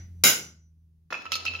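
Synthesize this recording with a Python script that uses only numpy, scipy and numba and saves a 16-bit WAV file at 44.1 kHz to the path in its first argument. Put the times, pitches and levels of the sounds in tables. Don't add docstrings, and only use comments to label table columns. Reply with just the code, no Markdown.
import sys
import numpy as np
from scipy import signal
from scipy.fft import rfft, irfft
from scipy.io import wavfile
from numba import njit

SR = 44100
rng = np.random.default_rng(int(sys.argv[2]) if len(sys.argv) > 2 else 0)


def makeup_ratio(level_db):
    decades = np.asarray(level_db, float) / 20
    return 10 ** decades


def inscribe(sig):
    pcm = np.round(np.clip(np.atleast_2d(sig).T, -1, 1) * 32767)
    wavfile.write(sys.argv[1], SR, pcm.astype(np.int16))


N = 70560
ALIKE_HZ = 1300
EARS = np.array([[1], [-1]])


def colour(table, hz):
    table_hz, value = np.array(table).T
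    return np.interp(np.log(hz + 1), np.log(table_hz), value)


def ring(modes, seconds):
    hz, db, t60 = np.array(modes, float).T[:, :, None]
    t = np.arange(int(seconds * SR)) / SR
    turn = rng.uniform(-np.pi, np.pi, (len(hz), 2))
    apart = turn[:, 1] * np.minimum(hz[:, 0] / ALIKE_HZ, 1) / 3
    start = (makeup_ratio(db) * np.exp(1j * turn[:, :1])).astype(np.complex64)
    spin_and_decay = (2j * np.pi * hz - np.log(1000) / t60).astype(np.complex64)
    z = start * np.exp(spin_and_decay * t.astype(np.float32))
    ears = np.exp(1j * np.array([apart, -apart])).astype(np.complex64)
    return (ears @ z).imag.astype(float)


def noise(table, grains=1):
    hz = np.arange(N // 2 + 1) * SR / N
    mid, side = rfft(rng.standard_normal((2, N)) * grains) * makeup_ratio(colour(table, hz))
    width = np.minimum(hz / ALIKE_HZ + 0.23, .85)
    x = irfft(mid + EARS * side * width, N)
    return x / np.std(x)


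def add(out, x, s):
    i = int(s * SR)
    x = x[:, max(-i, 0):N - i]
    out[:, max(i, 0):max(i, 0) + x.shape[1]] += x


# frequency in Hz, level in dB per Hz.
AIR_COLOUR = [(20, -11), (50, -2), (120, -4), (200, -13.5), (300, -17.5), (600, -36.5), (1500, -43),
              (16000, -44.5)]


def air():
    t = np.arange(N) / SR
    early_db = 11.5 * (t < BLOWS[1][0])
    return noise(AIR_COLOUR) * makeup_ratio(-69.5 + early_db)


# time in seconds, pitch in Hz, level in dB, second order level in dB.
ENGINE = [(0.0, 89, -43.5, -66), (0.24, 84.08, -44, -53.5), (0.27, 86.74, -74, -68), (0.28, 83.8, -57, -63),
          (0.342, 79.15, -62.5, -50), (0.466, 80.17, -56, -62), (0.944, 80.53, -59.5, -68),
          (1.136, 81.36, -63, -67), (1.234, 85.2, -74, -68.5), (1.292, 84.9, -56.5, -77.5),
          (1.542, 87.7, -46.5, -69.5), (1.6, 85, -49, -60)]


def engine():
    t = np.arange(N) / SR
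    s, *columns = np.array(ENGINE).T
    hz, db, second_db = (np.interp(t, s, column) for column in columns)
    turn = 2 * np.pi * np.cumsum(hz) / SR
    wobble_db = 1.5 * np.interp(t, np.arange(80) / 40, rng.standard_normal(80))
    first = makeup_ratio(db + wobble_db) * np.sin(turn)
    second = makeup_ratio(second_db - wobble_db) * np.sin(2 * turn)
    return np.sqrt(2) * (first + second)


def garage(sound):
    t60_s, gap_s, top_hz, level_db = .45, .004, 6570, -9
    t = np.arange(SR // 2) / SR
    fade = np.exp(-np.log(1000) * t / t60_s) * (t > gap_s)
    tail = signal.lfilter(*signal.butter(1, top_hz, fs=SR), rng.standard_normal((2, SR // 2))) * fade
    tail = tail / np.sqrt(np.sum(tail[0] ** 2))
    return makeup_ratio(level_db) * signal.fftconvolve(sound.mean(0)[None], tail, axes=1)[:, :N]


# frequency in Hz, level in dB per Hz.
GRIT = [(100, -32), (200, -5.5), (700, -11), (2100, -18), (3200, -17.5), (6800, -31), (7400, -42),
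        (16000, -47)]
# time in seconds, level in dB.
DRAG = [
    (1.102, -78),
    (1.106, -47),
    (1.2, -52.5),
    (1.3, -58.5),
    (1.32, -50.5),
    (1.44, -52),
    (1.5, -50.5),
    (1.6, -54),
]
# frequency in Hz, width in Hz, level in dB.
SCRAPE = [(1230, 56, -12.5), (2610, 130, 7), (3413, 53, 3), (4180, 110, 9), (5100, 50, 19.5),
          (5860, 40, 20), (6755, 91, 16), (8100, 220, 14), (11000, 510, 4.5), (14500, 240, 15)]


def scrape():
    grains_per_s, spread_db = 8100, 2
    t = np.arange(N) / SR
    grains = (rng.random(N) < grains_per_s / SR) * makeup_ratio(spread_db * rng.exponential(size=N))
    drag = makeup_ratio(np.interp(t, *np.array(DRAG).T)) * (t > DRAG[0][0])
    grit = noise(GRIT, grains) * drag
    out = grit.copy()
    for hz, width, db in SCRAPE:
        out += makeup_ratio(db) * signal.lfilter(*signal.iirpeak(hz, hz / width, SR), grit)
    return out


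def touch(modes):
    scatter_db = 2 * rng.standard_normal((len(modes), 1))
    return ring(np.array(modes) + [0, 1, 0] * scatter_db, .16)


# start in seconds, then handle, head, cheek and claw tick levels in dB.
KNOCKS = [(1.1045, -32.5, -37, -47, -49.5), (1.1245, -19.5, -50, -58, -54), (1.1274, -22, -25, -42, -35),
          (1.135, -25.5, -34, -44, -66), (1.142, -27.5, -20, -55, -45), (1.150, -29, -28, -40, -59),
          (1.164, -37.5, -26.5, -54, -71), (1.176, -58, -30.5, -54, -67), (1.189, -45, -32.5, -56, -71),
          (1.206, -62, -33.5, -57, -62.5), (1.218, -32, -42.5, -53, -48), (1.232, -62, -46, -60, -66),
          (1.2544, -31, -41, -43, -44.5), (1.264, -35, -25, -38, -56), (1.299, -60, -45, -71, -69.5),
          (1.319, -24.5, -30, -20.5, -18.5), (1.329, -57, -18, -24, -39), (1.335, -49.5, -27, -47, -26.5),
          (1.3412, -61, -22.5, -13.5, -55.5), (1.354, -29, -49, -22, -22), (1.363, -54, -25.5, -47, -33),
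          (1.405, -67.5, -30, -30, -58), (1.4525, -26.5, -31, -35, -28), (1.4627, -61, -19.5, -35.5, -38),
          (1.4669, -69, -15.5, -21.5, -44), (1.4738, -46, -21.5, -17, -43), (1.4805, -59.5, -17, -26, -43),
          (1.505, -59, -35.5, -47, -61.5), (1.518, -59, -30, -29, -55), (1.536, -34.5, -32, -48, -42.5),
          (1.547, -35.5, -26.5, -36, -46), (1.551, -47.5, -21.5, -37, -50.5),
          (1.5589, -51, -34, -30, -45.5), (1.564, -60, -28.5, -34, -57), (1.590, -41, -33, -53.5, -49),
          (1.597, -54, -42, -50, -43)]
# frequency in Hz, level in dB, t60 in seconds.
HELD_HANDLE = [(1373, 0, .022), (1740, -2, .015), (1180, -4, .02), (840, -10, .025), (490, -18, .03)]
HELD_HEAD = [(2570, 0, .14), (2449, -10, .04), (2369, -14, .04), (3408, -18, .06)]
HANDLE = [(1314, 0, .12), (1420, -10, .02), (490, -15, .03), (900, -12, .025)]
HEAD = [(2614, 0, .08), (2660, -10, .07), (2896, -12, .05), (3090, -6, .015)]
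CHEEK = [(4250, 0, .012), (3926, -2, .016), (4328, -17, .14), (4700, -9, .02), (4215, -17, .12)]
CLAW = [(5190, 0, .05), (5020, -6, .06), (5830, -3, .045), (5932, -14, .1), (6800, -11, .1),
        (6444, -5, .025), (8300, -20, .05), (3100, -4, .03), (10210, -22, .05), (14130, -18, .07)]
# frequency in Hz, level in dB per Hz.
DULL = [(100, -19), (300, -8), (1400, 2), (2400, -3.5), (5000, -29.5), (16000, -66)]
TICK = [(300, -67), (2500, 9), (4500, 7.5), (7000, -5.5), (9000, -10), (14200, -14), (15200, -28),
        (16000, -30)]


def knocks():
    let_go_s, contact_s = 1.25, 0.00044
    head_stop_s = .0015
    handle_free_s, handle_stop_s = .02, .005
    dull_db, dull_s, tick_level_db, tick_s = -8.5, 0.0045, -4, 0.0074
    out = np.zeros((2, N))
    dull, tick = noise(DULL), noise(TICK)
    until_next_s = np.diff(np.array(KNOCKS)[:, 0], append=2)
    for k, (s, handle_db, head_db, cheek_db, tick_db) in enumerate(KNOCKS):
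        handle, head = (HELD_HANDLE, HELD_HEAD) if s < let_go_s else (HANDLE, HEAD)
        steel = makeup_ratio(cheek_db) * touch(CHEEK) + makeup_ratio(tick_db) * touch(CLAW)
        n = steel.shape[1]
        t = np.arange(n) / SR
        head_stop = np.exp(-np.maximum(t - until_next_s[k], 0) / head_stop_s)
        handle_stop = np.exp(-np.maximum(t - handle_free_s, 0) / handle_stop_s)
        steel += makeup_ratio(head_db) * touch(head) * head_stop
        steel += makeup_ratio(handle_db) * touch(handle) * handle_stop
        fresh = slice(1500 * k, 1500 * k + n)
        knock = makeup_ratio(dull_db + handle_db) * dull[:, fresh] * np.exp(-t / dull_s)
        contact = 1 - np.exp(-(t / contact_s) ** 2)
        click = makeup_ratio(tick_level_db + tick_db) * tick[:, fresh] * np.exp(-t / tick_s)
        add(out, (steel / 2 + knock) * contact + click, s)
    return out


def hammer():
    close = knocks() + scrape()
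    left_minus_right_db = -2
    return close * makeup_ratio(EARS * left_minus_right_db / 2) + garage(close)


# frequency in Hz, level in dB per Hz.
PLATE = [(100, -18.5), (200, -7.5), (500, -8.5), (950, -17), (2200, -11.5), (6800, -4.5), (9000, -9),
         (16000, -11)]
# frequency in Hz, width
# in Hz, level in dB.
CLUSTERS = [(1486, 320, 15), (2164, 250, 11.5), (2890, 330, 10.5), (5060, 420, 5), (6756, 150, 9.5),
            (10680, 220, 10), (12470, 350, 7), (14600, 270, 0), (4540, 190, -15), (1720, 160, -8),
            (10770, 85, -11), (6920, 33, -13.5), (8570, 230, -7)]
# frequency in Hz, t60 in seconds.
PLATE_T60 = [(120, 0.86), (300, 0.41), (1000, .38), (3000, 0.31), (6500, 0.36), (9000, 0.28), (16000, 0.23)]
# frequency in Hz, left minus right in dB.
BLOW_PAN = [(300, 1), (2800, -1), (5500, 2.5), (10000, -3.5), (16000, -6)]
RISE_S = 0.0008


def crash(count):
    hold_s = 0.036
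    hz, t = np.arange(count // 2 + 1) * SR / count, np.arange(count) / SR
    db = colour(PLATE, hz)
    for f, width, cluster_db in CLUSTERS:
        db = db + cluster_db / (1 + (2 * (hz - f) / width) ** 2)
    mid, side = rfft(rng.standard_normal((2, count)))
    both = mid + EARS * side * np.minimum(hz / ALIKE_HZ, 1)
    both = both * makeup_ratio(db + EARS * colour(BLOW_PAN, hz) / 2)
    late = np.sqrt((t - hold_s) ** 2 + 0.004 ** 2) / 2 + (t - hold_s) / 2
    out = 0
    for step in np.arange(24):
        band = np.maximum(1 - np.abs(3 * np.log2(hz / 90 + 1e-9) - step), 0)
        t60 = colour(PLATE_T60, 90 * 2 ** (step / 3))
        out = out + irfft(both * band, count) * makeup_ratio(-60 * late / t60)
    return out / np.std(out[:, :2000]) * (1 - np.exp(-t / RISE_S))


# frequency in Hz, level in dB per Hz.
FLUTTER = [(400, -33.5), (640, -5), (900, -14), (1500, -15), (2000, 0), (2400, -11.5), (4500, -16.5),
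           (7000, -39)]


def crack(t, flutter_db):
    crack_s, thump_s, flutter_t60_s = 0.0019, .012, 0.37
    snap = makeup_ratio(-6) * noise(PLATE)[:, :SR] * t / crack_s * np.exp(1 - t / crack_s)
    thump = makeup_ratio(-18.5) * noise(DULL)[:, :SR] * np.exp(-t / thump_s) * (1 - np.exp(-t / RISE_S))
    flutter = makeup_ratio(flutter_db - 60 * t / flutter_t60_s) * noise(FLUTTER)[:, :SR]
    return snap + thump + flutter


# frequency in Hz, level in dB, t60 in seconds.
LOG = [
    (156.4, -0.5, 0.25),
    (197.6, 4.5, 0.13),
    (249, 1, 0.28),
    (333, -13.5, 0.6),
]


def log_boom(t):
    late_s = 0.015
    return makeup_ratio(-28.5) * ring(LOG, 1) * (1 - np.exp(-(t / late_s) ** 2))


# frequency in Hz, level in dB, t60 in seconds.
PUNCH = [(6788, -5, .3), (6740, -8, .25), (6850, -9, .25), (6940, -11, .2), (7030, -12, .2), (3860, -4, .2),
         (2112, -10, .2), (2186, -11, .2), (2380, -7, .15), (5222, -7, .17), (11790, -13, .17),
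         (12430, -12, .2), (14550, -14, .2), (10262, -16, .2)]


def punch_ring(t, shaft_db):
    shaft_hz, shaft_level_db, shaft_t60_s, shaft_rise_s = 5948, -22, .47, .16
    beat_hz, beat_peak_s, beat_depth = 5.4, .415, .75
    beat = 1 + beat_depth * np.cos(2 * np.pi * beat_hz * (t - beat_peak_s))
    shaft = ring([(shaft_hz, shaft_level_db + shaft_db, shaft_t60_s)], 1)
    return makeup_ratio(-9.5) * ring(PUNCH, 1) + beat * (1 - np.exp(-t / shaft_rise_s)) * shaft


# start in seconds, level in dB, plate flutter in dB, shaft ring in dB.
BLOWS = [
    (-.39, 15.5, -11.5, 0),
    (0.2374, -1.5, -29, 1),
]


def blows():
    out, t = np.zeros((2, N)), np.arange(SR) / SR
    build = 1 - .55 * np.exp(-t / .012)
    for s, db, flutter_db, shaft_db in BLOWS:
        plate = makeup_ratio(-11) * crash(SR)
        ringing = build * (plate + punch_ring(t, shaft_db))
        add(out, makeup_ratio(db) * (ringing + crack(t, flutter_db) + log_boom(t)), s)
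    return out


def scene():
    return air() + engine() + hammer() + blows()


@njit
def follow(x, up, down):
    e, y = 0., np.empty(len(x))
    for i in range(len(x)):
        e += (x[i] - e) * (up if x[i] > e else down)
        y[i] = e
    return y


def band_limit(x):
    return signal.sosfilt(signal.butter(12, 16850, fs=SR, output="sos"), x)


def record(dry):
    notch_hz, notch_width_hz, notch_share = 7850, 1000, .88
    limit_db, ratio, attack_s, release_s = -9.5, 5.6, 0.0032, 0.014
    bass_cut_hz, top_hz = 26, 15750
    notch = signal.iirpeak(notch_hz, notch_hz / notch_width_hz, SR)
    dry = dry - notch_share * signal.lfilter(*notch, dry)
    dry = signal.lfilter(*signal.butter(2, bass_cut_hz, "high", fs=SR), dry)
    level = follow(np.abs(dry).max(0), 1 / (attack_s * SR), 1 / (release_s * SR))
    gain = np.minimum(makeup_ratio(limit_db) / (level + 1e-9), 1) ** (1 - 1 / ratio)
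    x = np.tanh(dry * gain)
    x = signal.sosfilt(signal.ellip(8, .2, 60, top_hz, fs=SR, output="sos"), x)
    return band_limit(x)


dry = scene()
out = record(dry)
inscribe(out)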